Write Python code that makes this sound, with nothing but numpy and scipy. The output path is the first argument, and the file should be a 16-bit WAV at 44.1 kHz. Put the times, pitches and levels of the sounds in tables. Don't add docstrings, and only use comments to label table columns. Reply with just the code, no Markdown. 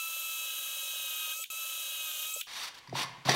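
import sys
import numpy as np
from scipy import signal
from scipy.fft import rfft, irfft, next_fast_len
from scipy.io import wavfile
from scipy.ndimage import uniform_filter1d, map_coordinates

SR = 44100
rng = np.random.default_rng(int(sys.argv[2]) if len(sys.argv) > 2 else 0)


def gain_from_decibels(decibels):
    exponent = np.asarray(decibels, float) / 20
    return 10 ** exponent


def log_audio(samples):
    frames = np.atleast_2d(samples).T
    limited = np.clip(frames, -1, 1)
    pcm = np.round(limited * 32767).astype(np.int16)
    wavfile.write(sys.argv[1], SR, pcm)


N = 147735


def unit(x):
    return x / np.sqrt(np.mean(x ** 2) + 1e-20)


def along(points, hz):
    f, v = np.transpose(points)
    return np.interp(np.log(hz + 1), np.log(f + 1), v)


def wobble(rate_hz):
    knots = rng.standard_normal(int(N * rate_hz / SR) + 4)
    return map_coordinates(knots, [np.arange(N) * rate_hz / SR])


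def filtered(x, response):
    m = next_fast_len(N + SR // 2)
    return irfft(rfft(x, m) * response(np.fft.rfftfreq(m, 1 / SR)), m)[..., :N]


def peaks(table):
    def response(f):
        return sum((-1) ** k * gain_from_decibels(db) * 1j * f * width / (hz * hz - f * f + 1j * f * width)
                   for k, (hz, width, db) in enumerate(table))
    return response


def above(x, hz):
    return signal.sosfilt(signal.butter(4, hz, "high", fs=SR, output="sos"), x)


def struck(hits, modes, attack_s, crack_db=-99):
    out, t = np.zeros(N + SR), np.arange(SR // 4) / SR
    for s, db in hits:
        ring = sum(gain_from_decibels(level + rng.normal(0, 1.5) - 60 * t / t60) * np.sin(2 * np.pi * hz * t)
                   for hz, level, t60 in modes)
        crack = gain_from_decibels(crack_db - 60 * t / 0.0076) * rng.standard_normal(len(t))
        out[round(s * SR):][:len(t)] += gain_from_decibels(db) * (ring * (1 - np.exp(-t / attack_s)) + crack)
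    return out[:N]


SAG, SAG_S, JITTER_HZ = .07, .014, 0.83
STRAIN_HZ, STRAIN_SHAKE = 1272.4, .15


def shaft_speed(set_hz, stop_s):
    sag = SAG * np.clip(1 + (np.arange(N) / SR - stop_s) / SAG_S, 0, 1)
    speed_hz = uniform_filter1d(set_hz, size=1800) * (1 - sag) + JITTER_HZ * wobble(60)
    return speed_hz + STRAIN_SHAKE * np.clip(STRAIN_HZ - set_hz, 0, None) * wobble(45)


SHAFT_ORDERS = [3, 4, 5, 8, 9, 10, 10.17, 11.8, 12, 20, 24, 28, 31.8, 36, 39.7, 40, 41, 44, 45, 46]
# level/dB, change where bench echo meets direct sound/dB, growth/(dB per dB load), flutter/dB
WHINE_ORDERS = [(-70.5, -0.5, 1, 3), (-51.5, -7, -0.1022, 1.32), (-64.5, 0.5, 2.5, 4),
                (-44, -2.5, -0.0229, 2), (-53.5, 0.5, 2.24, -1.5), (-56, 1, -0.22, 3), (-61, 0, 1.53, 7.5),
                (-61, -0.5, 0.5, 3.5), (-48, 2, 0.38, 1.63), (-55.5, 1.47, 0.1, 1.5),
                (-63.5, 0.2, -0.6, 4.5), (-60, 2.82, 0.25, 5), (-57.5, -1.02, 0.35, 4),
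                (-65.5, 0.27, 1.04, 1.5), (-61, -9, 2.9, -1), (-45.5, -6.5, 0.32, 3), (-64.5, -4.4, 0, 2),
                (-61, 0.52, 5.26, 4), (-62.5, 2.65, -0.35, -0.5), (-63, 2.4, 4.28, -1)]
ECHO_HZ, ECHO_WIDE_HZ, FLUTTER_RATE_HZ = 1283.9, 13.56, 85
DRIFT_DB, DRIFT_RATE_HZ, GRIP_TOP_ORDER = 0.793, 14, 8.5
BLUR, BLUR_SHARE = 0.0051, .7
BOG_HZ, BOG_DB_PER_HZ, WHINE_ENDS_S = 1262.1, 0.57, 0.0088


def gear_whine(speed_hz, turns, load_db, grip_db, stop_s):
    t = np.arange(N) / SR
    shake = BLUR_SHARE * wobble(250)
    echo = np.exp(-((speed_hz - ECHO_HZ) / ECHO_WIDE_HZ) ** 2) * np.clip((load_db + 54.5) / 6, 0, 1)
    whine = np.zeros(N)
    for order, (db, echo_db, grows, flutter_db) in zip(SHAFT_ORDERS, WHINE_ORDERS):
        level_db = db + 2.5 + (order < GRIP_TOP_ORDER) * grip_db + DRIFT_DB * wobble(DRIFT_RATE_HZ)
        level_db = level_db + echo_db * echo + grows * (load_db + 44)
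        level_db = level_db + flutter_db * wobble(FLUTTER_RATE_HZ)
        phase = 2 * np.pi * (order * turns / 4 + rng.random()) + BLUR * order * flutter_db * shake
        whine += gain_from_decibels(level_db) * np.sin(phase)
    bog_db = BOG_DB_PER_HZ * np.clip(BOG_HZ - speed_hz, 0, None) * (t < stop_s - SAG_S)
    return whine * gain_from_decibels(-bog_db) * np.clip((stop_s - t) / WHINE_ENDS_S - .5, 0, 1)


# f/Hz, density/(dB per Hz)
FAN_SPECTRUM = [(180, -33.5), (300, -35), (1190, -11.5), (1290, -8), (1770, -23.5), (2550, -7), (4870, -12),
                (6670, -6), (15800, -12.5)]
# f/Hz, width/Hz, level/dB
CASING_MODES = [(6600, 1100, -1.5), (8580, 727, -2), (14340, 3070, 4.5)]


def fan_rush(gate):
    return unit(filtered(gate * rng.standard_normal(N),
                         lambda f: gain_from_decibels(along(FAN_SPECTRUM, f)) * (1 + np.abs(peaks(CASING_MODES)(f)))))


# f/Hz, width/Hz, level/dB
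GEAR_MODES = [(1520, 466, -10), (2772, 490, -3), (3125, 402, 2.5), (3835, 1162, -5)]


def gear_grind(gate):
    rough = gate * rng.standard_normal(N) * gain_from_decibels(1.19 * wobble(90))
    return unit(filtered(rough, lambda f: peaks(GEAR_MODES)(f) ** 2))


GEARING, FLUTE_HZ, FLUTE_WIDE_HZ, BITE_SCATTER_DB, SHAVING = 27, 574, 163, 4.5, 1


def flute_chatter(turns):
    bites = np.diff(np.floor(turns / GEARING), prepend=0) * gain_from_decibels(BITE_SCATTER_DB * rng.standard_normal(N))
    cut = unit(bites) + SHAVING * rng.standard_normal(N)
    return unit(filtered(cut, lambda f: peaks([(FLUTE_HZ, FLUTE_WIDE_HZ, 0)])(f) ** 2))


BRAKE_FROM_HZ, BRAKE_TO_HZ, LUMP_S = 5500, 2200, .0035


def brake_chirp(braking, rush, grind):
    t = np.arange(N) / SR
    end_s, brake_s, brake_db, lumpy = braking
    u = (t - end_s) / brake_s + 1
    sweep = 2 * np.pi * brake_s * (BRAKE_FROM_HZ * u + (BRAKE_TO_HZ - BRAKE_FROM_HZ) * u * u / 2)
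    lumps = 1 - np.clip(lumpy, 0, 1) * np.sin(np.pi * (t - end_s + 0.00295) / LUMP_S) ** 2
    swell = np.sin(np.pi * np.clip(u, 0, 1) ** 2)
    return gain_from_decibels(brake_db) * lumps * swell * (np.sin(sweep) + .2 * rush + .25 * grind)


GATED, RUSH_DB, FLUTE_DB, IDLE_HZ, IDLE_GROWS = 0.153, -40.5, -67, 2244, 0.29
COAST_DB, COAST_T60_S = -43.5, 0.083


def drill(rows, stop_s, braking):
    t = np.arange(N) / SR
    s, hz, load, grip = np.transpose(rows)
    load_db = np.interp(t, s, load)
    speed_hz = shaft_speed(np.interp(t, s, hz), stop_s)
    turns = np.cumsum(speed_hz) / SR
    whine = gear_whine(speed_hz, turns, load_db, np.interp(t, s, grip), stop_s)
    gate = 1 + GATED * np.cos(2 * np.pi * turns / 4)
    rush, grind = fan_rush(gate), gear_grind(gate)
    brake = brake_chirp(braking, rush, grind)
    running = np.clip((stop_s - t) / .004, 0, 1)
    chatter_db = FLUTE_DB + 0.42 * (load_db + 48.5)
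    cutting = gain_from_decibels(load_db - 2.0) * grind + gain_from_decibels(chatter_db) * flute_chatter(turns)
    coast_db = COAST_DB - 60 * np.abs(t - stop_s) / COAST_T60_S + 3.3 * wobble(160)
    coast = gain_from_decibels(coast_db) * (1 - running) * grind
    low_rush = rush - filtered(rush, lambda f: f > IDLE_HZ)
    rush = rush + (gain_from_decibels(IDLE_GROWS * (load_db + 43.5)) - 1) * low_rush
    return whine, running * (gain_from_decibels(RUSH_DB + 0.34 * wobble(7.88)) * rush + cutting) + brake + coast


# t/s, peak level/dB
BIT_TOUCHES = [
    (1.389, -41.5),
    (1.526, -43),
    (2.361, -31.5),
]
# t/s, level/dB
GEAR_RATTLES = [(1.4385, -34), (1.442, -32), (1.4575, -43.5), (1.472, -59.5), (2.411, -32.5),
                (2.419, -42.5), (2.432, -41), (2.464, -47)]


def clicks():
    touches = struck(BIT_TOUCHES, [(FLUTE_HZ, 0, .045), (500, -5, .04), (800, -12, .03)], 0.006)
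    gear_modes = [(3320, -13.5, .012), (2437, 0, 0.0195), (14900, -1.5, 0.0157)]
    return touches + struck(GEAR_RATTLES, gear_modes, 0.0004, crack_db=-19)


# t/s, effort level/dB
STROKE_EFFORTS = [
    [(2.469, -49), (2.51, -45), (2.55, -41.5), (2.625, -40), (2.645, -36.5), (2.664, -45), (2.686, -40),
     (2.697, -49)],
    [(2.741, -61.5), (2.748, -50.5), (2.762, -58), (2.788, -50.5), (2.8, -65)],
    [(2.936, -53), (2.955, -40), (2.972, -34), (3.0, -33.5), (3.033, -35.5), (3.048, -43.5)],
    [(3.246, -73), (3.252, -39), (3.284, -33.5), (3.295, -28), (3.338, -33), (3.35, -29.5)],
]
# hiss level/dB, bench weight level/dB
STROKE_TONES = [(6.5, -39.5), (6.5, -11), (3.5, -9.5), (2.5, -4)]
# f/Hz, density/(dB per Hz)
RUB_SPECTRUM = [(120, -45.5), (200, -31), (788, -11), (999, -10.5), (1220, -9.5), (1930, -5), (2890, -4),
                (4390, -9), (15800, -28.5)]
# f/Hz, width/Hz, level/dB
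BOARD_MODES = [(1050, 178, 0.5), (1740, 34, -28), (3253, 37, -2.5), (3698, 92, 4.5), (4516, 274, 2.5),
               (5849, 150, 2.5)]
# f/Hz, width/Hz, level/dB
DRAG_MODES = [(299.6, 136, -1), (406, 130, 1), (581, 442, -2.5)]
BRIGHT_GROWS, BRIGHT_HZ, GRIT_DB, GRIT_RATE_HZ = 0.4, 6630, 1, 2500


def strokes():
    t = np.arange(N) / SR
    grit = rng.standard_normal(N) * gain_from_decibels(GRIT_DB * wobble(GRIT_RATE_HZ) + 0.99 * wobble(120))
    rub = unit(filtered(grit, lambda f: gain_from_decibels(along(RUB_SPECTRUM, f))
                        * (1 + 1.265 * np.abs(peaks(BOARD_MODES)(f)))))
    bright = filtered(rub, lambda f: 1 / (1 + (BRIGHT_HZ / (f + 1)) ** 6))
    drag = unit(filtered(rng.standard_normal(N) * gain_from_decibels(2.52 * wobble(120)), peaks(DRAG_MODES)))
    out = np.zeros(N)
    for rows, (hiss_db, weight_db) in zip(STROKE_EFFORTS, STROKE_TONES):
        effort_db = np.interp(t, *np.transpose(rows), left=-120, right=-120)
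        bright_db = hiss_db + BRIGHT_GROWS * (effort_db - np.max(effort_db))
        out += gain_from_decibels(effort_db) * (rub - bright + gain_from_decibels(bright_db) * bright + gain_from_decibels(weight_db) * drag)
    return out


# t/s, body level/dB, body f/Hz, edge level/dB
BOARD_KNOCKS = [(2.872, -42.5, 1650, -44.5), (2.874, -40.5, 983, -51), (2.893, -52, 2080, -42.5),
                (2.927, -24, 691, -47), (2.93, -28.5, 371, -70), (2.953, -20.5, 931.5, -55),
                (2.991, -24.5, 990, -54.5), (3.019, -33.5, 674, -31.5), (3.027, -36, 1111, -30),
                (3.163, -43.5, 822, -57.5), (3.257, -27.5, 1042, -45.5), (3.274, -23.5, 1066, -45.5),
                (3.288, -9.5, 733, -26), (3.2914, -16.5, 1108, -12.5), (3.298, -17.5, 909, -35),
                (3.304, -19.5, 419, -27.5), (3.316, -22.5, 397, -24.5), (3.327, -35, 607, -31)]
# f/Hz, level/dB, t60/s
EDGE_MODES = [(1916, 0.5, 0.0165), (3250, -14, 0.017), (3693, -8.5, 0.0244), (4572, -6, 0.0408),
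              (4950, -5.5, 0.04), (5780, -1.5, 0.0228)]
BODY_T60_S, BODY_RISE_S, EDGE_LATE_S, EDGE_TOP_HZ = 0.02247, 0.001013, 0.0022, 6270


def knocks():
    body = sum(struck([(s, db)], [(hz, 0, BODY_T60_S)], BODY_RISE_S) for s, db, hz, _ in BOARD_KNOCKS)
    edge_hits = [(s + EDGE_LATE_S, db) for s, _, _, db in BOARD_KNOCKS]
    edge = struck(edge_hits, EDGE_MODES, 0.00035, crack_db=-2.5)
    return body + filtered(edge, lambda f: 1 / (1 + 1j * f / EDGE_TOP_HZ) ** 2)


# t/s, level/dB
CHIP_FLICKS = [(3.018, -39), (3.031, -39), (3.035, -44.5), (3.346, -31.5)]
# f/Hz, level/dB, t60/s
CHIP_MODES = [(10030, -0.5, 0.0116), (10770, 3.5, 0.0134), (11500, -0.5, 0.0105), (13600, -3.5, .008)]


def flicks():
    return struck(CHIP_FLICKS, CHIP_MODES, 0.00057, crack_db=-15.5)


# t/s, level/dB
BENCH_THUMPS = [(2.882, -45), (2.905, -48.5), (2.93, -36), (2.965, -53.5), (3.04, -46.5), (3.095, -50.5),
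                (3.12, -53.5), (3.175, -50.5), (3.255, -34), (3.285, -28.5), (3.305, -37.5)]
# f/Hz, level/dB, t60/s
BENCH_MODES = [(135.8, 5.5, 0.195), (160.1, 2.5, 0.1255), (248.5, -1.5, 0.112), (352.4, 5.5, 0.0236)]


def thumps():
    return struck(BENCH_THUMPS, BENCH_MODES, 0.0114)


# f/Hz, t60/s
ROOM_DECAY = [(200, 0.995), (2000, 0.739), (6000, 0.413), (14000, 0.2483)]


def garage(x):
    hz, t, z = signal.stft(rng.standard_normal(SR // 2), SR, nperseg=256)
    decay = gain_from_decibels(-60 * t / along(ROOM_DECAY, hz)[:, None])
    tail = signal.istft(z * decay, SR, nperseg=256)[1]
    return signal.fftconvolve(np.pad(x, (300, 0)), tail / np.linalg.norm(tail))[:N]


# f/Hz, width/Hz, level/dB
RING_MODES = [(1073.7, 83, 7), (1739, 55, 9), (2080, 75, 4)]
RING_FROM_S = 2.83


def hand_tail(hand):
    tail = above(garage(hand), 404)
    return tail + filtered(tail * (np.arange(N) / SR > RING_FROM_S), peaks(RING_MODES))


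# f/Hz, density/(dB per Hz)
HUSH_SPECTRUM = [(25, -9.5), (130, -6), (500, -9), (3000, -6.5), (8000, -20.5), (15800, -31.5)]
HUSH_DB = -59.5


def room_hush():
    return gain_from_decibels(HUSH_DB) * unit(filtered(rng.standard_normal(N), lambda f: gain_from_decibels(along(HUSH_SPECTRUM, f))))


# t/s, four times shaft speed f/Hz, cutting load level/dB, grip on low whine level/dB
HOLE_COURSES = [
    [(0, 1316, -49.5, 3), (.19, 1310, -47, 0), (.49, 1296, -44, -1.5), (.9, 1286, -43.5, -1),
     (1.1, 1270, -42.5, -2), (1.27, 1262, -42.5, 1), (1.335, 1268, -42.5, 2), (1.36, 1284, -56.5, -2.5),
     (1.41, 1305, -65, -2.5)],
    [(1.503, 1292, -53.5, 0), (1.6, 1308, -47, 0), (1.85, 1289, -43.5, -3), (2.0, 1278, -43.5, -0.5),
     (2.15, 1252, -41.5, -1.5), (2.25, 1257, -41.5, -1.5), (2.3, 1278, -49.5, -1), (2.345, 1284, -60.5, -6),
     (2.405, 1305, -59, -3.5)],
]
# chirp end t/s, length/s, level/dB, lumpiness 0-1
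BRAKINGS = [
    (1.4453, 0.0083, -29, .7),
    (2.418, 0.011, -30.5, 0.25),
]
# start, motor stop, scene change [t/s]
HOLE_STARTS_S = [0, 1.5012]
MOTOR_STOPS_S = [1.444, 2.418]
CHANGES_S = [1.5012, 2.469]
WET_DB, DRILL_WET_DB, EARLY_HUSH_DB, SIDE_HUSH_DB, SPLICE_DB = -8.5, -12, -17.5, -88, -55
DRILL_LOW_HZ, WET_LOW_HZ, HAND_LOW_HZ = 298, 1980, 82


def scene():
    t, small, hush = np.arange(N) / SR, clicks(), room_hush()
    by_hand = t >= CHANGES_S[1]
    mid = gain_from_decibels(EARLY_HUSH_DB) * hush * (t < CHANGES_S[1])
    for rows, start, stop, change, braking in zip(HOLE_COURSES, HOLE_STARTS_S, MOTOR_STOPS_S,
                                                  CHANGES_S, BRAKINGS):
        whine, noise = drill(rows, stop, braking)
        wet = gain_from_decibels(DRILL_WET_DB) * above(garage(noise), WET_LOW_HZ)
        mid = mid + above(whine + small + noise + wet, DRILL_LOW_HZ) * (t >= start) * (t < change)
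    mid = mid + gain_from_decibels(SPLICE_DB - 60 * np.abs(t - CHANGES_S[0]) / 0.0029) * (t >= CHANGES_S[0])
    hand = above(strokes() + knocks() + flicks() + thumps(), HAND_LOW_HZ)
    mid = mid + (hand + gain_from_decibels(WET_DB - 2.0) * hand_tail(hand) + hush) * by_hand
    side_noise = unit(filtered(rng.standard_normal(N), lambda f: 1 + 4000 / (f + 60)))
    side = gain_from_decibels(SIDE_HUSH_DB) * side_noise * by_hand
    return np.array([mid + side, mid - side])


# t/s, low f/Hz, high f/Hz
WIDE_BANDS = [(.232, 8200, 9700), (.232, 10300, 11800), (.697, 12400, 14500), (.813, 6900, 9000),
              (.906, 11700, 13200), (.906, 13800, 15200), (1.208, 8200, 9700), (1.3, 4600, 5700),
              (1.626, 5100, 6300), (1.626, 8200, 9700), (1.626, 10300, 13200), (1.626, 13800, 15200)]
FILL_S, FILL_DB = 0.045, -3.5


def widened(dry):
    t, hz = np.arange(N) / SR, np.fft.rfftfreq(2 ** 18, 1 / SR)
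    other = rfft(np.roll(dry.mean(axis=0), SR // 10), 2 ** 18)
    fill = np.zeros(N)
    for s, low_hz, high_hz in WIDE_BANDS:
        band = irfft(other * (hz > low_hz) * (hz < high_hz))[:N]
        fill += band * np.cos(np.pi * np.clip((t - s) / FILL_S, -.5, .5))
    return dry + gain_from_decibels(FILL_DB) * np.array([fill, -fill])


def top_cut(x):
    return signal.sosfilt(signal.butter(12, 16530, fs=SR, output="sos"), x)


def record(dry):
    top_hz = 15780
    mix = filtered(widened(dry), lambda f: f < top_hz)
    return top_cut(mix)


dry = scene()
out = record(dry)
log_audio(out)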